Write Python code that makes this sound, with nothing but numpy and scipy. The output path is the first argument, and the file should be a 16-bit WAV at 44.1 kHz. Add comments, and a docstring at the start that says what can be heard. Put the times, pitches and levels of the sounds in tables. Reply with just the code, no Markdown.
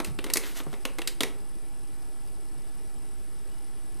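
"""Throughout: a quiet hard room; a handheld camera adds noise hiss, hand rumble, sine whistles, chatter. 0 to
1.3 s: bare feet step onto a plastic bathroom scale on tiles. Noise bursts ring the platform's modes as clicks
and clunks, grainy noise swells as the soles scuff, sagging sines are heel thuds. 1.9 s: a last thud. 2.8 and
3.5 s: faint short sine tones. Sparse random taps echo the steps, thuds and tones, but not the background."""
import sys
import numpy as np
from scipy import signal
from scipy.fft import rfft, irfft
from scipy.io import wavfile
from scipy.ndimage import uniform_filter1d

SR = 44100
rng = np.random.default_rng(int(sys.argv[2]) if len(sys.argv) > 2 else 0)


def store_wav(level_fs):
    """Save 16-bit WAV to argv[1]."""
    pcm = np.round(np.clip(np.atleast_2d(level_fs), -1, 1) * 32767)
    wavfile.write(sys.argv[1], SR, pcm.T.astype(np.int16))


def undo_db(level):
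    """Turn decibels back into plain size, where 20 dB means ten times bigger."""
    steps = np.asarray(level, float) / 20
    return 10 ** steps


N = 176400

# hiss common to both channels, shape only: f/Hz, density/dB per Hz
HISS_SPECTRUM = [(25, -1), (40, -5), (108, -13), (399, -9), (467, -16), (2990, -27), (6540, -34),
                 (8000, -30.5), (12700, -28), (13100, -33.5), (15500, -51)]
# very faint side noise, opposite in the two channels, shape only: f/Hz, density/dB per Hz
SIDE_SPECTRUM = [(20, -5), (100, -8.5), (200, -44), (650, -41), (1900, -35.5), (7200, -34.5), (8000, -38),
                 (10000, -54), (12000, -33.5), (15000, -43)]
HISS_RMS_DB, SIDE_RMS_DB, PATCH_RMS_DB = -53, -65.5, 1.5
# hums of the room: f/Hz, width/Hz, rms level/dB
HUMS = [(143.4, 19, -67.5), (320.6, 41, -62), (406, 17, -67), (727, 18, -71.5), (821, 46, -66.5),
        (7803, 320, -71.5)]
# steady whistles: f/Hz, rms level/dB
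WHISTLES = [(7867, -67), (14980, -82)]
RUMBLE_HZ, RUMBLE_WIDTH_HZ, RUMBLE_RMS_DB = 13, 12, -51

# periodic circuit tasks: rate/Hz, first start t/s
TASKS = [(100.012, .0035), (46.863, .0150), (14.989, .0050), (14.989, .0185), (29.97, .0180)]
# load burst of each task in turn: length/s, level before random spread/dB
TASK_BURSTS = [(0.0014, 17), (0.011, 12), (0.0034, 14), (0.0052, 1), (0.0018, 18)]
# resonances that colour the chatter: f/Hz, width/Hz, relative level/dB
CHATTER_MODES = [(5140, 410, -4), (8790, 230, 4), (9800, 1470, 1.5), (10420, 720, 3.5), (10950, 270, -0.5)]
TICK_HZ, TICK_DB, IDLE_DB, CHATTER_RMS_DB = 1000, 1, -1, -58

# decay of the room: f/Hz, t60/s
ROOM_T60 = [(530, 0.63), (1390, 0.43), (3680, 0.27), (9700, 0.24)]
ROOM_DB, ROOM_TURN_S = -10, 0.04954

# faint short tones: t/s, level/dB, f/Hz, t60/s
CHIRPS = [(2.845, -56, 5750, .08), (3.508, -59, 2950, .45)]
# heel thuds through the floor: t/s, level/dB, final f/Hz, t60/s
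THUDS = [(0.066, -34, 65, 0.21), (0.075, -29, 177.4, 0.095), (.088, -35.5, 86.3, .15),
         (0.103, -32, 132, 0.11), (0.665, -32.5, 143, 0.11), (1.932, -33.5, 61, 0.049)]
THUD_DROP = 0.26  # share by which the pitch starts high

# soles sliding: three corner times of the swell t/s (the last row's are out of order),
# hiss level/dB, platform body level/dB
SCUFFS = [(0.055, 0.06, .13, -46, -60), (.19, 0.278, 0.54, -58, -57), (0.386, 0.465, 0.58, -42, -50.5),
          (0.54, 0.579, 0.63, -38, -57), (.64, 0.712, 1, -59.5, -65), (1.09, 1.073, 1.1, -48, -68)]
# friction hiss, shape only: f/Hz, density/dB per Hz
SCUFF_SPECTRUM = [(700, 4.5), (1500, 8.5), (8800, 2), (13000, 2.5), (15500, -12)]
SCUFF_GRAIN_RMS_DB = 2

# platform clicks: t/s, middle level/dB, bass level/dB, treble level/dB,
# middle and treble rattle t60/s, favoured mode f/Hz
CLICKS = [(0.0, -30, -24, -34.5, 0.03, 2110), (0.045, -31.5, -42, -31, 0.037, 2630),
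          (0.187, -29.5, -29, -40, 0.032, 2720), (0.2408, -31.5, -34, -32.5, 0.027, 3460),
          (0.2631, -39, -32.5, -45, 0.048, 2200), (0.2843, -48, -37, -58, 0.035, 2000),
          (0.2992, -29.5, -33.5, -33.5, 0.037, 1900), (0.3354, -28.5, -38, -13, 0.024, 4340),
          (0.356, -27.5, -26, -28, 0.043, 2130), (0.3693, -22.5, -35, -18, 0.032, 2070),
          (0.4342, -35, -38.5, -48, 0.026, 2010), (0.601, -35.5, -33.5, -48, 0.025, 2940),
          (0.633, -53, -46, -47, 0.051, 4000), (0.6655, -70, -32.5, -60, 0.027, 1700),
          (0.728, -44.5, -35.5, -46, 0.036, 3050), (0.737, -39.5, -36, -47, 0.024, 2100),
          (0.851, -23.5, -28.5, -28, 0.03, 2930), (0.984, -31.5, -32.5, -33, 0.029, 2150),
          (0.9901, -32.5, -31, -41, 0.012, 2160), (1.0164, -30, -40, -37, 0.025, 2920),
          (1.0729, -23.5, -38, -21, 0.038, 4750), (1.2054, -17, -24.5, -22, 0.018, 3520),
          (1.2085, -29.5, -28.5, -31, 0.03, 1940), (1.221, -63, -44, -35, 0.038, 1430),
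          (1.2317, -21, -26, -22.5, 0.024, 2050)]
# modes of the platform: f/Hz, width/Hz, relative level/dB
BASS_MODES = [(180, 360, -21), (328, 205, 2), (441.4, 61, 3.5), (520, 35, -0.5), (840, 182, -5),
              (1100, 320, -6.5)]
MID_MODES = [(1500, 270, 0.43), (1857, 180, 8.3), (2150, 280, 7.7), (2674, 410, 7.6), (3300, 1030, 6),
             (3950, 690, 6.5)]
TOP_MODES = [(4720, 1470, 0), (6870, 2050, 0), (9030, 2100, 1.5), (11330, 2500, 0), (12850, 2200, -2.5)]
RISE_S, BASS_RISE_S, BASS_T60_RATIO, BASS_TOP_HZ = 0.001228, 0.0017, 2.8, 1880
MID_KNOCK, BASS_KNOCK = 2.9, 16.3  # first contact against the full rattle
FAVOUR_DB, FAVOUR_OCTAVES = 5, 0.23  # the struck spot lifts the modes near its own

# steady offset, one row per channel: offset/full scale
OFFSET = [
    [-.0237],
    [.0277],
]
EDGE_HZ, GATE_RMS_DB, LOUD_EDGE_DB = 15040, -62, -6


def unit_rms(x):
    """Scales to rms 1."""
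    return x / np.sqrt(np.mean(x ** 2) + 1e-20)


def read(points, hz):
    """Reads a table on a log-frequency axis."""
    f, value = np.transpose(points)
    return np.interp(np.log(hz + 1), np.log(f + 1), value)


def add(mix, start_s, sound):
    """Adds a sound at a time."""
    part = mix[max(round(start_s * SR), 0):][:len(sound)]
    part += sound[:len(part)]


def ring(x, modes):
    """Sum of two-pole resonances of alternating sign."""
    out = 0
    for k, (hz, width_hz, db) in enumerate(modes):
        b, a = signal.iirpeak(hz, hz / width_hz, SR)
        out = out + (-1) ** k * undo_db(db) * signal.lfilter(b, a, x)
    return out


def coloured_noise(db):
    """Gaussian noise from a bins x frames field of dB, by inverse STFT."""
    bins, frames = db.shape
    re, im = rng.standard_normal((frames, bins, 2)).T
    size = 2 * bins - 2
    return signal.istft((re + 1j * im) * undo_db(db), nperseg=size, noverlap=size * 3 // 4)[1][:N]


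def hiss_and_side_noise():
    """Two noises whose levels share patches in time and frequency; returns mid and side."""
    hz, frames = np.fft.rfftfreq(2048, 1 / SR), N // 512 + 5
    patches = rng.standard_normal((frames, len(hz))).T
    patches = uniform_filter1d(patches, size=14, axis=0)
    patches = PATCH_RMS_DB * unit_rms(uniform_filter1d(patches, size=6, axis=1))
    hiss = coloured_noise(read(HISS_SPECTRUM, hz)[:, None] + patches)
    side = coloured_noise(read(SIDE_SPECTRUM, hz)[:, None] + patches)
    return undo_db(HISS_RMS_DB) * hiss / np.std(hiss), undo_db(SIDE_RMS_DB) * unit_rms(side)


def hums():
    """Fuzzy hums: noise through each resonance twice."""
    noise, out = rng.standard_normal(N), 0
    for hz, width_hz, db in HUMS:
        mode = [(hz, width_hz, 0)]
        out = out + undo_db(db) * unit_rms(ring(ring(noise, mode), mode))
    return out


def whistles():
    """Steady sines."""
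    t = np.arange(N) / SR
    return sum(undo_db(db) * np.sqrt(2) * np.sin(2 * np.pi * hz * t) for hz, db in WHISTLES)


def hand_rumble():
    """Noise through one very low resonance."""
    noise = rng.standard_normal(N)
    return undo_db(RUMBLE_RMS_DB) * unit_rms(ring(noise, [(RUMBLE_HZ, RUMBLE_WIDTH_HZ, 0)]))


def chatter():
    """Circuit load leaks in: a tick every millisecond and noisy bursts while periodic tasks run."""
    t = np.arange(N) / SR
    load = undo_db(IDLE_DB) ** 2 + np.zeros(N)
    for (rate_hz, start_s), (length_s, db) in zip(TASKS, TASK_BURSTS):
        turns = (t - start_s) * rate_hz
        run_db = db + rng.uniform(-4.8, 3, round(5 * rate_hz))  # each run differs
        size = undo_db(run_db)[np.floor(turns).astype(int) + 1]
        load += size ** 2 * (turns % 1 < length_s * rate_hz)
    ticks = np.diff(np.floor(t * TICK_HZ), prepend=0) * np.sqrt(SR / TICK_HZ)  # rms 1
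    drive = np.sqrt(load) * rng.standard_normal(N) + undo_db(TICK_DB) * ticks
    return undo_db(CHATTER_RMS_DB) * unit_rms(ring(drive, CHATTER_MODES))


def room(x):
    """Sparse random taps, each band dying at its own speed.
    Three fixed tails are fed in steady rotation, so successive echoes differ in pattern."""
    out, at = 0, np.arange(200, SR // 2 - 20, 20)
    turn = np.arange(N) / SR / ROOM_TURN_S
    for k in range(3):
        taps = np.zeros(SR // 2)
        taps[at + rng.integers(0, 20, len(at))] = rng.choice([-1., 1.], len(at))
        hz, t, z = signal.stft(taps, SR, nperseg=256)
        decay_db = -60 * t / read(ROOM_T60, hz)[:, None]
        tail = signal.istft(z * undo_db(decay_db), SR, nperseg=256)[1]
        feed = np.sqrt(2 / 3) * np.cos(np.pi * (turn + k) / 3)  # squares of the three sum to 1
        out = out + signal.fftconvolve(x * feed, tail / np.linalg.norm(tail))[:N]
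    return undo_db(ROOM_DB) * out


def dying_tone(db, hz, t60_s, drop=0):
    """Soft-edged decaying sine; its pitch starts high by the share drop and sags to hz."""
    t = np.arange(0, .25, 1 / SR)
    turns = np.cumsum(hz * (1 + drop * np.exp(-t / 0.011))) / SR
    return undo_db(db - 60 * t / t60_s) * (1 - np.exp(-t / 0.007)) * np.sin(2 * np.pi * turns)


def chirp(db, hz, t60_s):
    """Faint short tone of steady pitch."""
    return dying_tone(db, hz, t60_s)


def thud(db, hz, t60_s):
    """Heel thud through the floor: a low tone of sagging pitch."""
    return dying_tone(db, hz, t60_s, THUD_DROP)


def scuffs():
    """Grainy friction hiss in swells, part of it through the platform's modes."""
    t, hz = np.arange(N) / SR, np.fft.rfftfreq(256, 1 / SR)
    grain = uniform_filter1d(rng.exponential(1, N) ** 2 - 2, size=70)  # zero mean
    grain = undo_db(SCUFF_GRAIN_RMS_DB * unit_rms(grain))
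    friction = coloured_noise(read(SCUFF_SPECTRUM, hz)[:, None] + np.zeros(N // 64 + 5))
    friction = unit_rms(grain * friction)
    body = unit_rms(ring(grain ** 2 * rng.standard_normal(N), BASS_MODES + MID_MODES))
    out = 0
    for *corners_s, hiss_db, body_db in SCUFFS:
        swell = np.interp(t, corners_s, [0, 1, 0]) ** 1.27
        out = out + swell * (undo_db(hiss_db) * friction + undo_db(body_db) * body)
    return out


def rattle(noise, shape, count=6):
    """Noise burst under the given shape, its spectrum evened so that only the modes colour it."""
    for _ in range(count):
        z = rfft(shape * np.sign(noise))
        noise = irfft(z / (abs(z) + 1e-20), len(shape))
    return shape * np.sign(noise)


def click(mid_db, bass_db, top_db, t60_s, spot_hz):
    """One contact and a short rattle of noise ring the three groups of platform modes."""
    t = np.arange(0, .12, 1 / SR)
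    noise, out = rng.standard_normal(len(t)), 0
    mids = []
    for hz, width_hz, db in MID_MODES:
        octaves = np.log2(hz / spot_hz)
        mids.append((hz, width_hz, db + FAVOUR_DB * np.exp(-(octaves / FAVOUR_OCTAVES) ** 2)))
    groups = ((mids, mid_db, RISE_S, 1, MID_KNOCK),
              (TOP_MODES, top_db, RISE_S, 1, 0),
              (BASS_MODES, bass_db, BASS_RISE_S, BASS_T60_RATIO, BASS_KNOCK))
    for modes, db, rise_s, t60_ratio, knock in groups:
        shape = np.minimum(t / rise_s, 1) ** 2 * undo_db(-60 * t / (abs(t60_s) * t60_ratio))
        drive = rattle(noise, shape)
        drive[round(RISE_S * SR)] += knock
        b, a = signal.butter(2, 0.68 * modes[0][0], "high", fs=SR)
        part = signal.lfilter(b, a, ring(drive, modes))
        if modes is BASS_MODES:
            part = signal.lfilter(*signal.butter(2, BASS_TOP_HZ, fs=SR), part)
        peak = np.sqrt(2 * uniform_filter1d(part ** 2, size=130).max())  # of the 3 ms power
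        out = out + undo_db(db) * part / peak
    return out


def scene():
    """Feet on the scale and faint tones in the room, over the background; two channels."""
    dry_mix = scuffs()
    for sound, events in ((click, CLICKS), (thud, THUDS), (chirp, CHIRPS)):
        for start_s, *settings in events:
            add(dry_mix, start_s, sound(*settings))
    mid, side = hiss_and_side_noise()
    mid = mid + hums() + whistles() + hand_rumble() + chatter()
    mid = mid + dry_mix + room(dry_mix)
    return np.array([mid + side, mid - side])


def top_cut(x):
    """Nothing passes above the cut-off."""
    return signal.sosfilt(signal.butter(12, 16100, fs=SR, output="sos"), x)


def record(dry):
    """The top of the band passes, reduced, only when loud; each channel gets a steady offset."""
    lowpass = signal.firwin(2047, EDGE_HZ, window=("kaiser", 9), fs=SR)
    low = signal.oaconvolve(dry, lowpass[None], "same")
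    top = dry - low
    loud = uniform_filter1d(top[0] ** 2, size=256) > undo_db(GATE_RMS_DB) ** 2
    gate = undo_db(LOUD_EDGE_DB) * uniform_filter1d(1. * loud, size=256)
    return top_cut(low + gate * top + OFFSET)


dry = scene()
out = record(dry)
store_wav(out)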